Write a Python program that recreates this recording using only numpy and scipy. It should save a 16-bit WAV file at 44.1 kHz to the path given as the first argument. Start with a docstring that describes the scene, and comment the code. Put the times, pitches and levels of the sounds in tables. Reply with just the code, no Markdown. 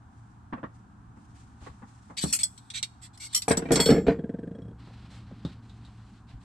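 """Two spanners in a plywood-lined van

Hands knock about among small fittings and pick up two steel spanners, which slide and clink together.
The spanners are laid on the hollow floor, clatter, and one rocks to rest. Sleeves rustle over a low hum.
Blows are filtered noise bursts with damped modes; sliding is a train of such contacts; cloth, rumble and
air are shaped noise; the hum is a wavering sine."""
import sys
import numpy as np
from scipy import signal
from scipy.fft import rfft, irfft, next_fast_len
from scipy.io import wavfile
from scipy.ndimage import map_coordinates

SR = 44100
rng = np.random.default_rng(int(sys.argv[2]) if len(sys.argv) > 2 else 0)


def log_audio(samples):
    """Write samples as a 16-bit WAV file to the path given in sys.argv[1]."""
    # one column per channel
    frames = np.atleast_2d(samples).T
    # limit to full scale, then quantise
    limited = np.clip(frames, -1, 1)
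    pcm = np.round(limited * 32767).astype(np.int16)
    wavfile.write(sys.argv[1], SR, pcm)


N = 283987
TIME = np.arange(N) / SR
RING = np.arange(SR * 3 // 4) / SR  # time after a blow, s

# modes of the larger and the smaller spanner, ringing freely: (f/Hz, level/dB, t60/s)
LARGE_MODES = [(2010, -17, 0.41), (3336, -5.5, 0.31), (4400, 6.5, 0.26), (7542, -5.5, 0.47),
               (11890, -14, .35), (12526, -24, .25), (13500, -30, .2), (14950, -27.5, .3)]
SMALL_MODES = [(1540, -20.5, 0.35), (2140, -20, 0.19), (2240, -13, .2), (3345, -6.5, 0.18),
               (5426, -1.5, 0.24), (5477, -3, .12), (6860, -13.5, 0.38), (7780, -7.5, 0.27),
               (8140, -2, 0.2), (9670, -22, 0.38), (10500, -17, .16), (11300, -18.5, .2)]
# panel modes of the hollow floor: (f/Hz, level/dB, t60/s)
FLOOR_MODES = [(79.9, -16, 0.58), (147.8, -2, 0.15), (179.3, 4, 0.15), (244.8, 1, 0.18), (287.7, 1, 0.12),
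               (395, -6.5, .08), (457.3, 6.5, 0.14), (579, -7.5, 0.13), (673.4, -1.5, 0.099)]
# deep sway of the van's floor: (f/Hz, relative level/dB)
SWAY_SPECTRUM = [(15, -15.5), (30, -11), (50, 2), (75, -0.5), (120, -11.5), (250, -26), (800, -77)]


def amp(db):
    """Level as the logarithm of amplitude: decibels to gain."""
    return 10 ** (np.asarray(db) / 20)


def unit(x):
    """Normalisation by mean power: scale to rms 1."""
    return x / np.sqrt(np.mean(x ** 2) + 1e-20)


def along(points, hz):
    """Logarithmic frequency scale: interpolate (f/Hz, value) points on it."""
    f, v = np.transpose(points)
    return np.interp(np.log(hz + 1), np.log(f + 1), v)


def shape(points):
    """Spectral envelope: level in dB as a function of frequency."""
    return lambda hz: along(points, hz)


def rippled(points, ripple_db, spacing_hz):
    """Local resonance and cancellation: random peaks and dips mark one particular contact spot."""
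    knots = rng.standard_normal(512)

    def level(hz):
        ripple = map_coordinates(knots, [hz / spacing_hz], mode="mirror")
        return along(points, hz) + ripple_db * ripple
    return level


def wobble(rate, size=N):
    """Slow random modulation: a smooth curve through rate knots a second."""
    knots = rng.standard_normal(int(size * rate / SR) + 4)
    return map_coordinates(knots, [np.arange(size) * rate / SR])


def coloured(x, level):
    """Minimum-phase filtering: the folded cepstrum makes a causal filter of gain level(Hz) in dB."""
    size = x.shape[-1]
    m = 2 * next_fast_len(size // 2 + 2048)
    log_gain = np.log(amp(level(np.fft.rfftfreq(m, 1 / SR))))
    cepstrum = irfft(log_gain, m)
    cepstrum[1:m // 2] *= 2
    cepstrum[m // 2 + 1:] = 0
    return irfft(rfft(x, m) * np.exp(rfft(cepstrum)), m)[..., :size]


def diffuse(size):
    """Diffuse-field coherence: stereo noise, alike in both channels in the bass, unrelated in the treble."""
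    # f/Hz, side minus mid level/dB
    width = [(60, -14.5), (250, -13), (500, -3), (800, -1.5), (1200, 2), (2000, -3), (4000, -2.5),
             (8000, 2.5)]
    mid, side = rng.standard_normal((2, size))
    side = coloured(side, shape(width))
    return unit(np.array([mid + side, mid - side]))


def add(track, s, sound):
    """Superposition: mix a sound into a track at s seconds."""
    part = track[:, round(s * SR):][:, :sound.shape[-1]]
    part += sound[..., :part.shape[1]]


def impact(level, direct_db, t60, late_db, late_t60):
    """Impulse and reverberation: a contact, dense early reflections and a weak late tail."""
    fade = amp(-60 * RING / t60) + amp(late_db - 60 * RING / late_t60)
    echo = diffuse(len(RING)) * fade / np.linalg.norm(fade)
    echo[:, 0] += amp(direct_db)
    # the energy of a 10 ms burst of rms 1
    return unit(coloured(echo, level)) * np.sqrt(SR / (10 * 10 * len(RING)))


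def ring(modes, scatter_db, apart):
    """Modal decay: damped sines of random strength, each with opposite phase shifts left and right."""
    out = np.zeros((2, len(RING)))
    for k, (hz, db, t60) in enumerate(modes):
        strength, skew = rng.standard_normal(2)
        phase = apart * skew * np.array([[1], [-1]])
        decay = amp(db + scatter_db * strength - 60 * RING / t60)
        out += (-1) ** k * decay * np.sin(2 * np.pi * hz * RING + phase)
    return out * (1 - np.exp(-RING / 0.00046))


def bounces(s, db, flight_s, loss_db, count=3):
    """Inelastic rebound: the (s, dB) of a blow and its bounces, each weaker and after a shorter flight."""
    k = np.arange(count)
    flights = flight_s * 0.95 ** k
    return zip(s + np.cumsum(flights) - flights, db - abs(loss_db) * k)


def steel(place):
    """Position-dependent excitation: colour shifts from jaw (0) to shank (1), with new ripples each call."""
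    # contact at the jaw and at the shank: f/Hz, relative level/dB
    jaw_spectrum = [(500, -39), (1400, -26.5), (2300, -15.5), (3800, -21.5), (4500, -7.5), (5000, -9),
                    (5600, -3.5), (6800, -16.5), (7600, 3), (8300, -0.5), (9800, -15), (11700, -12),
                    (13800, -30.5), (15500, -39)]
    shank_spectrum = [(600, -40), (1700, -18), (2200, -6.5), (2900, -10.5), (3800, 4), (5300, -14.5),
                      (5900, -9.5), (6800, -22), (7600, -5.5), (8400, -10.5), (9500, -38.5), (11400, -35),
                      (13300, -41.5), (15500, -55.5)]
    place = np.clip(place, 0, 1)
    jaw = rippled(jaw_spectrum, ripple_db=8.0, spacing_hz=169.7)
    shank = rippled(shank_spectrum, ripple_db=3.5, spacing_hz=130.6)
    return lambda hz: (1 - place) * jaw(hz) + place * shank(hz)


def clinks():
    """Damping by the grip: bright cracks rebound, and a freer spanner rings louder and longer."""
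    # steel on steel: t/s, level/dB, contact place (0 jaw - 1 shank), loss per rebound/dB
    blows = [(2.174, -29.5, 0.99, 17), (2.326, -16.5, 0, 20), (2.334, -14, 0, 5), (2.389, -25, 0.38, 11),
             (2.432, -12, 0.047, 14.5), (2.577, -41.5, 0.58, 16), (2.702, -32, .9, 16),
             (2.828, -19, 0.69, 20), (3.175, -44.5, 0.39, 20.5), (3.347, -12.5, 0.2, 4),
             (3.42, -26, 0.47, 14.5), (3.482, -19.5, 0.27, 3), (3.514, -19, 0.35, 16),
             (3.571, -18, 0.27, 19), (3.719, -17.5, 0.13, 5), (3.757, -16.5, 0.61, 16.5),
             (3.801, -16.5, 0.59, 12.5), (3.858, -21, 0.86, 14.5), (3.903, -24.5, 0.99, 14),
             (4.071, -44.5, 1, 8)]
    # from gripped in the fist (0) to let go (1): t/s, freedom of large spanner, freedom of small
    freedom_curve = [(2.17, 0.2, 0.4), (2.4, 0.36, 0.4), (2.75, 0.1, 0), (3.4, 0.4, .35), (3.6, 0.07, 0.2),
                     (3.72, 0.45, 0.72), (3.81, 0.99, .88), (3.92, 0.51, 0.89), (4.07, 0.88, .25)]
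    free_ring_db, grip_loss_db = 0.5, 26  # boost of a free spanner's modes; loss at zero freedom
    out = np.zeros((2, N))
    times, *freedoms = np.transpose(freedom_curve)
    for start, blow_db, place, loss_db in blows:
        modes = []
        for spanner, freedom in zip([LARGE_MODES, SMALL_MODES], freedoms):
            free = np.clip(np.interp(start, times, freedom), .1, 1)
            gain_db = free_ring_db - grip_loss_db * (1 - free)
            modes += [(hz, db + gain_db, t60 * free) for hz, db, t60 in spanner]
        colour = steel(place)
        for s, db in bounces(start, blow_db, flight_s=0.014, loss_db=loss_db):
            crack = impact(colour, direct_db=-21.0, t60=0.064, late_db=-36, late_t60=0.65)
            add(out, s, amp(db - 6) * (crack + ring(modes, scatter_db=2, apart=0.79)))
    return out


def slides():
    """Stick-slip friction: a stream of tiny contacts keeps the damped modes ringing."""
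    # steel sliding on steel: start t/s, length/s, level/dB, contact place (0 jaw - 1 shank)
    strokes = [(2.168, 0.034, -30, 0.73), (2.206, 0.044, -29, 0.42), (2.245, 0.081, -37.5, 0.42),
               (2.388, 0.037, -35, 0.45), (2.482, 0.38, -68, 0.7), (2.736, 0.059, -33.5, 0.94),
               (3.014, 0.056, -48, 0.65), (3.13, 0.032, -57, .8), (3.197, 0.078, -38.5, 0.49),
               (3.283, 0.07, -53, 0.8), (3.325, 0.024, -37.5, 0.63)]
    out = np.zeros((2, N))
    held = [(hz, db, t60 * 0.15) for hz, db, t60 in LARGE_MODES + SMALL_MODES]
    for s, length, db, place in strokes:
        size = int(length * SR)
        swell = np.sin(np.pi * np.arange(size) / size) ** .5
        grains = swell * unit(rng.standard_normal(size) * amp(0.77 * wobble(510, size)))
        contact = impact(steel(place), direct_db=-6.5, t60=0.065, late_db=-32.0, late_t60=0.28)
        body = contact + amp(-15.0) * ring(held, scatter_db=5.5, apart=0.55)
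        body /= np.linalg.norm(body[0])
        add(out, s, amp(db) * signal.fftconvolve(grains[None], body, axes=1))
    return out


def landings():
    """Plate radiation: the hollow floor booms and sways, hard contacts clack, the first one rings a pipe."""
    # spanner on floor: t/s, level/dB, hardness/dB, first flight/s, loss per bounce/dB (sign ignored)
    blows = [(3.480, -21.5, 7, 0.013, 14.5), (3.507, -12, 2.5, .009, 10), (3.573, -22.5, 1.5, 0.018, 12.5),
             (3.621, -26.5, 1, 0.034, -0.5), (3.707, -11, -3, .015, 2.5), (3.757, -18, 1, 0.01, -0.5),
             (3.793, -14.5, 3, .013, 6), (3.862, -16.5, -0.5, 0.013, 14), (3.889, -6, -6.5, .015, 1),
             (3.945, -15, -6.5, .018, 1.5), (4.067, -17, -1.5, 0.013, 13.5), (4.082, -11, -4, .018, 6.5)]
    # boom of the floor panel, and clack of the contact: f/Hz, relative level/dB
    panel_spectrum = [(30, -32.5), (90, -9.5), (170, 9.5), (280, 8.5), (345, 6), (450, 5.5), (700, -17),
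                      (1000, -35), (1600, -25.5), (3000, -44.5), (8000, -67.5)]
    clack_spectrum = [(200, -21), (500, 3.5), (780, 8), (1100, -1), (1550, 1.5), (2200, -2.5), (3000, -10),
                      (5000, -22.5), (8000, -30), (11000, -46.5)]
    # the board gives under the blow: f/Hz, level/dB, t60/s
    push_modes = [(188.4, -1.5, 0.036), (297, 0, .03), (472, -16.5, 0.017)]
    # a copper pipe brushed on the way down: f/Hz, level/dB, t60/s
    pipe_modes = [(703, -2.5, 0.17), (807, 2, 0.06), (1225, -9, 0.085)]
    out = np.zeros((2, N))
    for start, blow_db, hard_db, flight_s, loss_db in blows:
        for s, db in bounces(start, blow_db, flight_s, loss_db):
            boards = amp(-14) * ring(FLOOR_MODES, scatter_db=4, apart=0.15)
            panel = impact(shape(panel_spectrum), direct_db=-9.0, t60=0.0608, late_db=-20.5, late_t60=0.71)
            spot = rippled(clack_spectrum, ripple_db=5.0, spacing_hz=109.8)
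            clack = impact(spot, direct_db=-17, t60=0.14, late_db=-19.5, late_t60=0.23)
            push = amp(-12.0) * ring(push_modes, scatter_db=2.5, apart=0.055)
            add(out, s, amp(db) * (push + boards + amp(-6.0) * panel + amp(hard_db - 13.0) * clack))
        sway = impact(shape(SWAY_SPECTRUM), direct_db=-14, t60=0.13, late_db=-13.5, late_t60=.8)
        add(out, start, amp(blow_db - 21.5) * sway)
    add(out, blows[0][0], amp(-23) * ring(pipe_modes, scatter_db=0.5, apart=0.81))
    return out


def swings(count):
    """Dissipative rocking: the (s, dB, side 0 or 1) of landings that come ever faster and weaker."""
    start_s, swing_s, shrink = 4.1895, .0534, 0.95  # first landing, first swing, ratio of successive swings
    limp_s, limp_shrink = 0.0067, .6  # side 1 lands early at first, then the swings even out
    first_db, loss_db, loss_grows_db = -21, 0.98, 0.036  # mean loss per swing grows as friction takes over
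    k = np.arange(count)
    side = k % 2
    lengths = swing_s * shrink ** k
    times = start_s + np.cumsum(lengths) - lengths - side * limp_s * limp_shrink ** k
    return zip(times, first_db - (loss_db + loss_grows_db * k) * k, side)


def rocking():
    """Alternating contact: each swing lands in two steps, jaw then handle, with a faint ring of steel."""
    # jaw, then handle: delay/s, level/dB
    steps = [(0, -10.5), (.0045, -7)]
    # the floor under the rocking spanner: f/Hz, relative level/dB
    floor_spectrum = [(40, -23), (110, 3.5), (180, 13.5), (260, 8.5), (345, 1.5), (470, 1), (560, -2),
                      (680, -11), (900, -31.5), (1250, -51), (1600, -15.5), (2100, -34.5), (3400, -42.5),
                      (8000, -75)]
    # the rocking spanner: f/Hz, level/dB, t60/s
    pivot_modes = [(3290, 6.5, 0.06), (4400, -12, .06), (5440, -3.5, .05), (8130, -1.5, 0.075),
                   (10470, -17, .1)]
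    out = np.zeros((2, N))
    for s, db, side in swings(count=14):
        for delay, step_db in steps:
            panel = impact(shape(floor_spectrum), direct_db=-2.5, t60=0.05, late_db=-25, late_t60=.6)
            boards = amp(-17.5) * ring(FLOOR_MODES, scatter_db=0.0, apart=0.071)
            add(out, s + delay, amp(db + step_db) * (panel + boards))
        tick = impact(steel(place=0.94), direct_db=-6, t60=0.053, late_db=-21, late_t60=0.25)
        tick += amp(5.5) * ring(pivot_modes, scatter_db=3.0, apart=0.69)
        # weaker on every second swing
        add(out, s + 0.0019, amp(-74.5 - 7 * side) * tick)
    return out


def knocks():
    """Successive contact: a fitting meets wood in three steps that share one spot's resonances."""
    # fittings knocked against wood: t/s, level/dB
    blows = [(0.526, -25), (0.574, -39), (0.631, -27.5), (1.168, -46.5), (1.617, -44.5), (1.664, -36),
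             (1.821, -37.5), (2.099, -38), (4.867, -49), (4.902, -46)]
    # an edge touches, the face lands, it settles: delay/s, level/dB
    steps = [(0, -3), (.007, 0.5), (.022, -14)]
    # f/Hz, relative level/dB
    wood_spectrum = [(60, -14.5), (150, 3.5), (250, 9), (390, -9.5), (500, -5), (620, -8), (800, -4.5),
                     (1080, -3.5), (1450, -11.5), (1750, -12.5), (2600, -25), (3500, -35), (8000, -64),
                     (14000, -70)]
    out = np.zeros((2, N))
    for s, db in blows:
        spot = rippled(wood_spectrum, ripple_db=3, spacing_hz=102)
        for delay, step_db in steps:
            contact = impact(spot, direct_db=-11.0, t60=0.089, late_db=-16.5, late_t60=.25)
            add(out, s + delay, amp(db + step_db - 5) * contact)
    return out


def thumps():
    """Soft excitation: padded thumps drive mostly the low frequencies of the plywood."""
    # t/s, level/dB
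    blows = [(2.239, -15), (4.873, -35.5), (5.312, -32.5), (5.45, -19), (5.478, -40)]
    # f/Hz, relative level/dB
    plywood_spectrum = [(30, -32), (70, -2.5), (120, -2), (185, 5), (300, -6.5), (430, -15), (560, -17.5),
                        (700, -24.5), (1200, -26), (1800, -36), (5000, -50), (12000, -75)]
    out = np.zeros((2, N))
    for s, db in blows:
        thump = impact(shape(plywood_spectrum), direct_db=-10, t60=0.1, late_db=-23.5, late_t60=0.56)
        add(out, s, amp(db - 6.5) * thump)
    return out


def bumps():
    """Low-frequency loading: soft shifts of weight sway the floor."""
    # t/s, level/dB
    shifts = [(1.618, -39.5), (1.699, -41.5), (6.337, -36), (6.351, -34)]
    out = np.zeros((2, N))
    for s, db in shifts:
        bump = impact(shape(SWAY_SPECTRUM), direct_db=-5, t60=0.087, late_db=-20.5, late_t60=.4)
        add(out, s, amp(db) * bump)
    return out


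def ticks():
    """Small stiff resonator: a brass fitting ticks, strongest around 4 kHz."""
    # t/s, level/dB
    touches = [(1.668, -58), (5.14, -53), (5.45, -37.5), (5.52, -58), (5.695, -48), (5.849, -48.5),
               (6.289, -55.5)]
    # f/Hz, relative level/dB
    brass_spectrum = [(600, -21), (2000, -28), (3300, -9.5), (3750, 2), (4200, -8.5), (6000, -23),
                      (7800, -20), (9500, -33.5), (15000, -51)]
    out = np.zeros((2, N))
    for s, db in touches:
        tick = impact(shape(brass_spectrum), direct_db=-29, t60=0.11, late_db=-21, late_t60=0.34)
        add(out, s, amp(db - 7) * tick)
    return out


def sleeves():
    """Friction noise: each stroke of cloth swells, holds and dies away, rubbing in uneven patches."""
    # start t/s, length/s, level/dB, brightness (0 dull rub - 1 light brush)
    strokes = [(0.098, 0.23, -76.5, 1), (0.724, 0.042, -71, 1), (1.145, 0.83, -72, .9),
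               (1.334, 0.072, -64.5, 0.82), (1.597, .08, -58, 0.45), (1.847, 0.27, -68.5, 1),
               (4.775, 0.444, -59.5, 0), (5.093, 0.065, -54.5, 0.16), (5.246, 0.29, -63, 0),
               (5.454, 0.067, -57.5, 0), (5.608, .57, -65.5, 0.15), (5.825, 0.028, -58.5, 0),
               (6.264, 0.04, -58, 0.021), (6.395, .04, -63.5, 0.29)]
    # light brush, then dull rub: each f/Hz, relative level/dB
    cloth_spectra = [
        [(1060, -29), (1800, -3), (1920, -6), (4070, -10), (8350, -7.5), (10100, -21), (12700, -34.5),
         (15000, -51.5)],
        [(290, -32), (500, -11.5), (655, -9.5), (835, -7), (2230, -10.5), (3460, -11), (3770, -13),
         (4050, -9.5), (6570, -26), (7910, -24.5), (15000, -56)],
    ]
    attack_s, release_s = 0.029, 0.043
    power = np.zeros((2, N))
    for s, length, db, bright in strokes:
        rise = np.clip((TIME - s) / attack_s, 0, 1)
        fall = np.exp(-np.maximum(TIME - s - length, 0) / release_s)
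        bright = np.clip(bright, 0, 1)
        power += np.outer([bright, 1 - bright], (amp(db) * rise * fall) ** 2)
    out = np.zeros((2, N))
    for p, spectrum in zip(power, cloth_spectra):
        rub = coloured(diffuse(N), shape(spectrum)) * amp(1.7 * wobble(70))
        out += np.sqrt(p) * unit(rub)
    return out


def background():
    """Tonal and broadband noise: a wavering hum, a rumble that swells with it, and faint outdoor air."""
    # t/s, hum level/dB
    hum_curve = [(0, -58), (1.1, -55), (2.2, -58.5), (3.3, -59.5), (4.9, -48.5), (5.7, -50), (6.44, -56.5)]
    # f/Hz, relative level/dB
    rumble_spectrum = [(20, -24), (40, -2.5), (70, 5), (130, -9), (180, 2), (280, -6.5), (400, -19),
                       (700, -38), (2000, -65.5)]
    air_spectrum = [(12, -57.5), (20, -23.5), (119, -3.5), (140, -13), (180, -13.5), (274, -15),
                    (452, -46.5), (649, -28.5), (746, -20.5), (958, -21.5), (1580, -26.5), (2030, -39.5),
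                    (5380, -48.5), (8170, -47), (15500, -77)]
    hum_db = np.interp(TIME, *np.transpose(hum_curve))
    rumble_db = -54.5 + 0.77 * (hum_db - hum_db.mean())  # 0.77 dB of rumble per dB of hum
    pitch_hz = 114.5 + 2 * wobble(7.3)
    tone = np.sin(2 * np.pi * np.cumsum(pitch_hz) / SR)
    hum = amp(hum_db) * unit(tone * amp(2.7 * wobble(16)))
    rumble = amp(rumble_db) * unit(coloured(diffuse(N), shape(rumble_spectrum)))
    air = amp(-56.5) * unit(coloured(diffuse(N), shape(air_spectrum)))
    return hum + rumble + air


def scene():
    """Interchannel level difference: clinks and slides move with the hand, their highest partials lean left."""
    # where the spanners are: t/s, left minus right level/dB
    hand = [(2.17, 2), (2.43, 1), (2.78, -2), (3.3, -0.5)]
    # f/Hz, left minus right level/dB
    lean = [(100, -4), (7500, 0.5), (9000, 2), (12000, 2)]
    pan_db = np.interp(TIME, *np.transpose(hand))
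    left, right = (clinks() + slides()) * amp([pan_db / 2, -pan_db / 2])
    left = coloured(left, lambda hz: along(lean, hz) / 2)
    right = coloured(right, lambda hz: -along(lean, hz) / 2)
    spanners = np.array([left, right]) + landings() + rocking()
    return spanners + knocks() + thumps() + bumps() + ticks() + sleeves() + background()


def record(dry):
    """Mid-side width and band limit: the image narrows for a while, most in the lows; the top is cut."""
    # how far the stereo image closes in: t/s, amount (0-1)
    narrowing = [(3.6, 0), (4, 0.62), (4.35, 1), (5.7, 1), (6.44, 0.26)]
    split_hz, top_hz = 2400, 15800
    m = next_fast_len(N + SR // 2)
    hz = np.fft.rfftfreq(m, 1 / SR)
    mid, side = (dry[0] + dry[1]) / 2, (dry[0] - dry[1]) / 2
    low = irfft(rfft(side, m) / (1 + (hz / split_hz) ** 4), m)[:N]
    amount = np.clip(np.interp(TIME, *np.transpose(narrowing)), 0, 1)
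    side = amp(-23 * amount) * low + amp(-7 * amount) * (side - low)
    stereo = np.array([mid + side, mid - side])
    return irfft(rfft(stereo, m) * (hz < top_hz), m)[:, :N]


dry = scene()
out = record(dry)
log_audio(out)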